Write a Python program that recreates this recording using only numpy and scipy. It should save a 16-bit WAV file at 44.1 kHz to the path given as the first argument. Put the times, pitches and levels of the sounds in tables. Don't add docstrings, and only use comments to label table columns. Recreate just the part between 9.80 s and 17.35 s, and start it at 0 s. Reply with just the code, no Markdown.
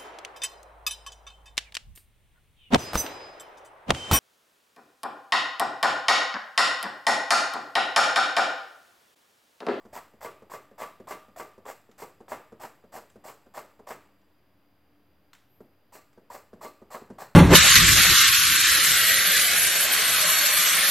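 import sys
import numpy as np
from scipy import signal
from scipy.fft import rfft, irfft
from scipy.io import wavfile

SR = 44100
rng = np.random.default_rng(int(sys.argv[2]) if len(sys.argv) > 2 else 0)


def master_out(mix):
    frames = np.transpose(np.atleast_2d(mix))
    ceiling = np.clip(frames, -1, 1)
    pcm = np.round(ceiling * 32767).astype(np.int16)
    wavfile.write(sys.argv[1], SR, pcm)


def undo_db(level):
    steps = np.asarray(level, float) / 20
    return 10 ** steps


N = 332955

# t/s, bite peak level/dB, load as ramp rumble level/dB, ramp hum f/Hz
CUTS = [(0.129, -27.5, -43, 667), (0.409, -31, -43, 630), (0.7, -42, -44, 1070), (0.981, -24, -41, 626),
        (1.273, -32, -42, 1040), (1.563, -39, -42.5, 680), (1.854, -20.5, -41.5, 785),
        (2.18, -44, -45, 940), (2.483, -31, -43, 607), (2.799, -31, -44, 786), (3.122, -35, -45, 765),
        (3.441, -27, -44.5, 620), (3.74, -30, -43.5, 830), (4.07, -23, -42.5, 700),
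        (6.124, -28, -56.5, 760), (6.501, -14.5, -45.5, 785), (6.811, -20, -45, 774),
        (7.105, -30, -44, 1030), (7.384, -15.5, -44, 1030)]
# t/s, peak level/dB, bowl ring level/dB, hardness level/dB
KNOCKS = [(0.163, -33, 8.5, 13), (0.446, -26.5, 9, 10), (0.736, -24.5, 4, 4.5), (1.018, -27.5, 13.5, 13),
          (1.309, -27, 13.5, 13), (1.598, -25.5, 8.5, 7), (1.899, -34.5, 0, 9.5), (2.221, -25.5, -2, 1.5),
          (2.518, -21.5, 2.5, 5.5), (2.836, -30, -21, 9), (3.164, -30, -8, 8), (3.484, -32.5, -23, 9),
          (3.776, -27, 3, 8), (4.106, -24.5, -4, 4), (6.153, -37, 5.5, 7.5), (6.549, -31, 2, 4),
          (6.848, -26, 4.5, 1), (7.146, -24, -7, 0.5), (7.419, -27, -21, -11)]
# t/s, peak level/dB, brightness level/dB, flat face level/dB
THUMPS = [(0.051, -39, 10, -2), (0.337, -45, 6.5, -2), (0.621, -40, 10, -3.5), (0.912, -44.5, 8, -4),
          (1.2, -39, 9.5, -1), (1.483, -42.5, 6.5, -3.5), (1.779, -40, 8.5, -6), (2.09, -45.5, 4.5, -3),
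          (2.404, -37.5, 8.5, -4), (2.721, -37, 6.5, -0.5), (3.039, -43.5, 7, 0), (3.357, -37.5, 5.5, -4),
          (3.662, -48, 10.5, 1), (3.993, -40, 8, -1), (5.125, -69, 1, -2), (5.805, -37, 3, -1.5),
          (6.375, -44, 7.5, 0), (6.731, -36, 5, 1.5), (7.017, -38, 4, -0.5), (7.216, -37, 7, -2.5),
          (7.301, -31.5, 6.5, -1)]
# t/s, peak level/dB, share through the high ring/0-1
TICKS = [
    (2.094, -65, 0.4),
    (2.114, -56, 0.07),
    (3.3, -52, 0.57),
    (4.415, -68.5, 0),
    (5.532, -45, 0.17),
    (5.55, -52, 0.3),
    (6.33, -61.5, 0.3),
]
# f/Hz, level/dB
FIBRE_COLOUR = [(1180, -4.5), (2000, -2), (2810, -1.5), (3280, -10), (3550, -17), (3970, -9.5), (4730, -1),
                (6470, -3.5), (7690, 3), (9730, -9.5), (13100, 0), (14900, -6.5), (16000, -2)]
# f/Hz, level/dB
DRAG_COLOUR = [(120, -53.5), (200, -6), (391, -9), (595, -0.5), (738, -1), (1110, -4.5), (1510, -15.5),
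               (1860, -9.5), (2820, -30), (3500, -20.5), (4550, -52), (7700, -120)]
# f/Hz, level/dB
KNOCK_COLOUR = [(47, -38), (80, -11), (253, -0.5), (628, 3), (1190, -1.5), (1400, -9), (2170, -16),
                (3780, -30.5), (6580, -31.5), (7520, -35.5), (9810, -35), (14900, -34.5), (16000, -48)]
# f/Hz, level/dB
THUMP_COLOUR = [(29, -54), (50, -10), (107, -35), (205, -3), (449, 13.5), (635, -1.5), (939, -12),
                (1620, -22), (2390, -39), (7730, -40.5), (9000, -47), (11700, -42), (19800, -120)]
# f/Hz, level/dB
TICK_COLOUR = [(350, -32), (700, -3), (1530, 8.5), (4770, -4), (7400, -2.5), (10300, -19), (14900, -6),
               (16000, -17)]
# f/Hz, level/dB, time to fall 60 dB t/s
BOWL_MODES = [(627, -8, 0.41), (1154, 1, 0.27), (1166, -12, 0.63), (1212, -13, 0.72), (2068, -7.5, 0.24)]
# f/Hz, level/dB, time to fall 60 dB t/s
HOLLOW_MODES = [(191, -2.5, 0.068), (237, 5, 0.04), (392, -11, 0.16), (447, -7, 0.062), (560, -6, 0.021),
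                (670, -10, 0.051), (950, -10, 0.014)]
# f/Hz, level/dB, time to fall 60 dB t/s
SLICER_MODES = [(124.4, -17, 0.3), (226.7, -14, 0.097), (422, -4, 0.094), (468.3, -3, 0.099),
                (607, -0.5, 0.045), (826, -5, 0.053), (959, 0, 0.043), (1104, -0.5, 0.036),
                (1456, -10.5, 0.024), (1664, -6.5, 0.036), (1925, -10.5, 0.013), (2114, -10.5, 0.038)]
# f/Hz, time to fall 60 dB t/s
ROOM_T60 = [(100, 0.43), (300, 0.35), (1000, 0.33), (3000, 0.62), (8000, 0.35), (14000, 0.66)]
# t/s, level/dB
ECHOES = [
    (.0052, -13.5),
    (0.0114, -17),
]
# f/Hz, level/dB
AIR_COLOUR = [(20, -11), (45, -22.5), (75, 0), (160, -7.5), (300, -8.5), (500, -9.5), (1700, -18.5),
              (3000, -22.5), (4200, -30), (5600, -35.5), (8800, -43.5), (11000, -31.5), (13000, -28),
              (16000, -32)]
# f/Hz, width f/Hz, level/dB
HUM = [(77, 19, -98), (198, 14, -79.5), (292.7, 5.2, -74.5), (4780, 130, -88)]
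# f/Hz, level/dB
SIDE_COLOUR = [(15, -57), (25, -36), (114, -5), (335, -4.5), (1190, -7.5), (3610, -15.5), (5000, -24.5),
               (12500, -21), (16000, -14)]


def rms_one(x):
    return x / np.sqrt(np.mean(x ** 2) + 1e-20)


def at_hz(points, hz):
    points = np.array(points)
    return np.interp(np.log(hz + 1), np.log(points[:, 0]), points[:, 1])


def colour(x, spectrum):
    size = 4096
    cepstrum = irfft(np.log(undo_db(at_hz(spectrum, np.fft.rfftfreq(size, 1 / SR)))))
    cepstrum[1:size // 2] *= 2
    cepstrum[size // 2:] = 0
    response = irfft(np.exp(rfft(cepstrum)))
    return signal.fftconvolve(x, response / np.sqrt(np.sum(response ** 2)))[:N]


def pass_filter(x, hz, kind):
    return signal.sosfilt(signal.butter(2, hz, kind, fs=SR, output="sos"), x)


def ring(push, hz, t60):
    shrink, turn = undo_db(-60 / (t60 * SR)), 2 * np.pi * hz / SR
    return signal.lfilter([0, np.sin(turn)], [1, -2 * shrink * np.cos(turn), shrink ** 2], push + 1e-18)


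def band(hz, width_hz):
    return rms_one(ring(rng.standard_normal(N), hz, np.log(1000) / np.pi / width_hz))


def clicks(times, db):
    out = np.zeros(N)
    out[np.round(np.asarray(times) * SR).astype(int)] = undo_db(db)
    return out


def dying(push, time_s):
    return signal.lfilter([1], [1, -np.exp(-1 / (time_s * SR))], push)


def strike(times, db, modes, scatter_db):
    luck = rng.standard_normal((len(times), len(modes)))
    out = np.zeros(N)
    for k, (hz, mode_db, t60) in enumerate(modes):
        push = clicks(times, db + mode_db + scatter_db * luck[:, k])
        out += (-1) ** k * ring(push, hz, t60)
    return out


def grains(per_s, spread_db):
    sizes = undo_db(spread_db * np.minimum(rng.exponential(1, N), 5)) * rng.choice([-1, 1], N)
    return rms_one(sizes * (rng.random(N) < per_s / SR))


def blows(s, db, bright_db, spectrum, split_hz, burst_s):
    burst = rng.standard_normal(N) * dying(clicks(s, db + bright_db), burst_s)
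    low = pass_filter(clicks(s, db), split_hz, "low")
    return colour(low + pass_filter(burst, split_hz, "high"), spectrum)


def background():
    air = undo_db(-67.5) * rms_one(colour(rng.standard_normal(N), AIR_COLOUR))
    whine_hz = 4860 + 18 * band(6.4, 23)
    whine = undo_db(-85.5 + 1.5 * band(3.4, 9)) * np.sin(2 * np.pi * np.cumsum(whine_hz) / SR)
    hum = sum(undo_db(db) * band(hz, width_hz) for hz, width_hz, db in HUM)
    return air + whine + hum


def earlier_stroke(db):
    return undo_db(db) * np.exp(-np.arange(N) / SR / 0.23)


def thumps():
    s, db, bright_db, face_db = np.transpose(THUMPS)
    times = np.append(s, s + 0.00472)
    levels = np.append(db + 12.0, db + face_db + 8)
    contact = blows(times, levels, np.tile(bright_db, 2) - 15.0, THUMP_COLOUR, split_hz=1040, burst_s=0.0079)
    hollow = strike(s + 0.00477, db + face_db - 7.5, HOLLOW_MODES, 1.7)
    board = ring(clicks(s, db - 20.0), 67, 0.13) + ring(clicks(s, db - 19.5), 115, 0.21)
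    return contact + hollow + board


def pressure(db, swell_db, lead_s, onset_s, lift_s, linger_db, linger_s):
    t, power = np.arange(N) / SR, np.zeros(N)
    bites_s, parts_s = np.array(CUTS)[:, 0] - lead_s, np.array(KNOCKS)[:, 0]
    for bite, part, level_db in zip(bites_s, parts_s, db):
        span = slice(int(bite * SR), int((part + .6) * SR))
        now = t[span]
        still_to_cut = np.clip((part - now) / (part - bite), 0, 1)
        swell = undo_db(level_db - swell_db * still_to_cut ** 2)
        onset = np.clip((now - bite) / onset_s, 0, 1)
        after = np.maximum(now - part - .006, 0)
        share = undo_db(2 * linger_db)
        release = (1 - share) * np.exp(-2 * after / lift_s) + share * np.exp(-2 * after / linger_s)
        power[span] += (swell * onset) ** 2 * release
    return np.sqrt(power)


def fibres(hiss_db):
    load = pressure(hiss_db, 11.2, 0.00085, 0.00022, 0.03, -9.5, 0.069) + earlier_stroke(-73.5)
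    return colour(load * grains(25000, 0.91) * undo_db(1.4 * band(70, 90)), FIBRE_COLOUR)


def steel_edge(hiss_db):
    edge_db = hiss_db - 16.5 + 3.0 * rng.standard_normal(len(hiss_db))
    load = pressure(edge_db, 7.2, .0003, 0.0016, 0.036, -15.5, 0.19)
    return load * undo_db(2.9 * band(25, 30)) * band(7570, 410)


def drag(load_db):
    lumps = undo_db(1.65 * band(36.5, 50))
    load = pressure(load_db, 6.8, 0.0036, 0.0013, 0.02, -20.0, 0.17) * lumps + earlier_stroke(-63)
    shaking = load * grains(5000, 4.4)
    scrape = pass_filter(colour(shaking, DRAG_COLOUR), 420, "high")
    bowl = sum(undo_db(db) * ring(shaking, hz, t60) for hz, db, t60 in BOWL_MODES)
    return scrape + undo_db(-48.5) * bowl


def ramp_hum(starts, load_db, hz):
    push = pressure(load_db, 0.94, 0.0011, 0.0054, 0.015, -30, .03) * grains(1500, 8.6)
    edges = np.append(np.round((starts - .02) * SR).astype(int), N)
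    out = np.zeros(N)
    for first, last, pitch_hz in zip(edges, edges[1:], hz):
        out[first:last] = ring(push[first:last], pitch_hz, 0.024)
    return undo_db(-22.0) * out


def blade_song(starts):
    blade_db = -67 + 6 * (starts > 6.7)
    return pressure(blade_db, 11.0, .0003, .004, 0.046, -2.5, 0.061) * band(4200, 270)


def cutting():
    s, _, load_db, hum_hz = np.transpose(CUTS)
    hiss_db = -49 + 0.24 * (load_db + 43.5)
    return fibres(hiss_db) + steel_edge(hiss_db) + drag(load_db) + ramp_hum(s, load_db, hum_hz) + blade_song(s)


def bites():
    s, db = np.transpose(CUTS)[:2]
    return pass_filter(strike(s + 0.0005, db - 27, SLICER_MODES, 6.44), [600, 1500], "band")


def knocks():
    s, db, bowl_db, hard_db = np.transpose(KNOCKS)
    bowl = strike(s, db + bowl_db - 24.0, BOWL_MODES, 0.41)
    _, hz, t60 = BOWL_MODES[1][0], BOWL_MODES[1][0], BOWL_MODES[1][2]
    bowl += ring(clicks([0], -58.5), hz, t60)
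    s = np.append(s, s + .0128)
    db = np.append(db, db - 8.5 + 0.48 * hard_db)
    contact = blows(s, db + 4.0, np.tile(hard_db, 2) - 17, KNOCK_COLOUR, split_hz=1590, burst_s=0.014)
    return contact + strike(s, db - 12.5, SLICER_MODES, 3.5), bowl


def ticks():
    s, db, share = np.transpose(TICKS)
    share = np.clip(share, .01, .99)
    crackle = dying(clicks(s, db + 20 * np.log10(1 - share)), 0.0054)
    ringing = ring(clicks(s, db + 20 * np.log10(share)), 7600, 0.044)
    return colour(crackle * grains(20000, 1.6), TICK_COLOUR) + ringing


def squeal():
    t = np.arange(N) / SR
    start_s, end_s = 5.69, 5.778
    line_hz = 13450 - 2500 * (t - start_s) + 25 * band(40, 60)
    line = np.sqrt(2) * np.sin(2 * np.pi * np.cumsum(line_hz) / SR)
    gate = np.clip(np.minimum(t - start_s, end_s - t) / .012, 0, 1)
    air = np.exp(-((t - 5.79) / .12) ** 2) * band(12700, 450)
    return undo_db(-74) * gate * line + undo_db(-76) * air


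def kitchen(x, tail_db):
    out = sum(undo_db(db) * np.roll(x, int(s * SR)) for s, db in ECHOES)
    edges = 60 * 2 ** np.arange(0, 8.3, .5)
    white = rng.standard_normal((2, N))
    fill = np.exp(-1 / (0.0016 * SR))
    for k, (low, high) in enumerate(zip(edges, edges[1:])):
        keep = undo_db(-120 / (at_hz(ROOM_T60, np.sqrt(low * high)) * SR))
        energy = pass_filter(x, [low, high], "band") ** 2
        filled = signal.lfilter([1 - fill], [1, -fill], energy)
        stored = signal.lfilter([1 - keep], [1, -keep], filled)
        noise = rms_one(pass_filter(white[k % 2], [low, high], "band"))
        out += undo_db(tail_db) * np.sqrt(np.abs(stored)) * noise
    return out


def scene():
    soft = thumps()
    contact, bowl = knocks()
    hits = contact + bites() + ticks()
    room = kitchen(hits + undo_db(-1.5) * soft, -4.0)
    near = pass_filter(hits + soft + room + bowl + cutting(), 48, "high")
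    mid = near + squeal() + background()
    side = undo_db(-79) * rms_one(colour(rng.standard_normal(N), SIDE_COLOUR))
    return np.array([mid + side, mid - side])


def band_limit(x):
    return signal.sosfilt(signal.butter(12, 16120, fs=SR, output="sos"), x)


def record(dry):
    low_pass = signal.ellip(10, .5, 60, 15850, fs=SR, output="sos")
    mix = signal.sosfilt(low_pass, dry) - .0005
    return band_limit(mix)


dry = scene()
out = record(dry)
master_out(out)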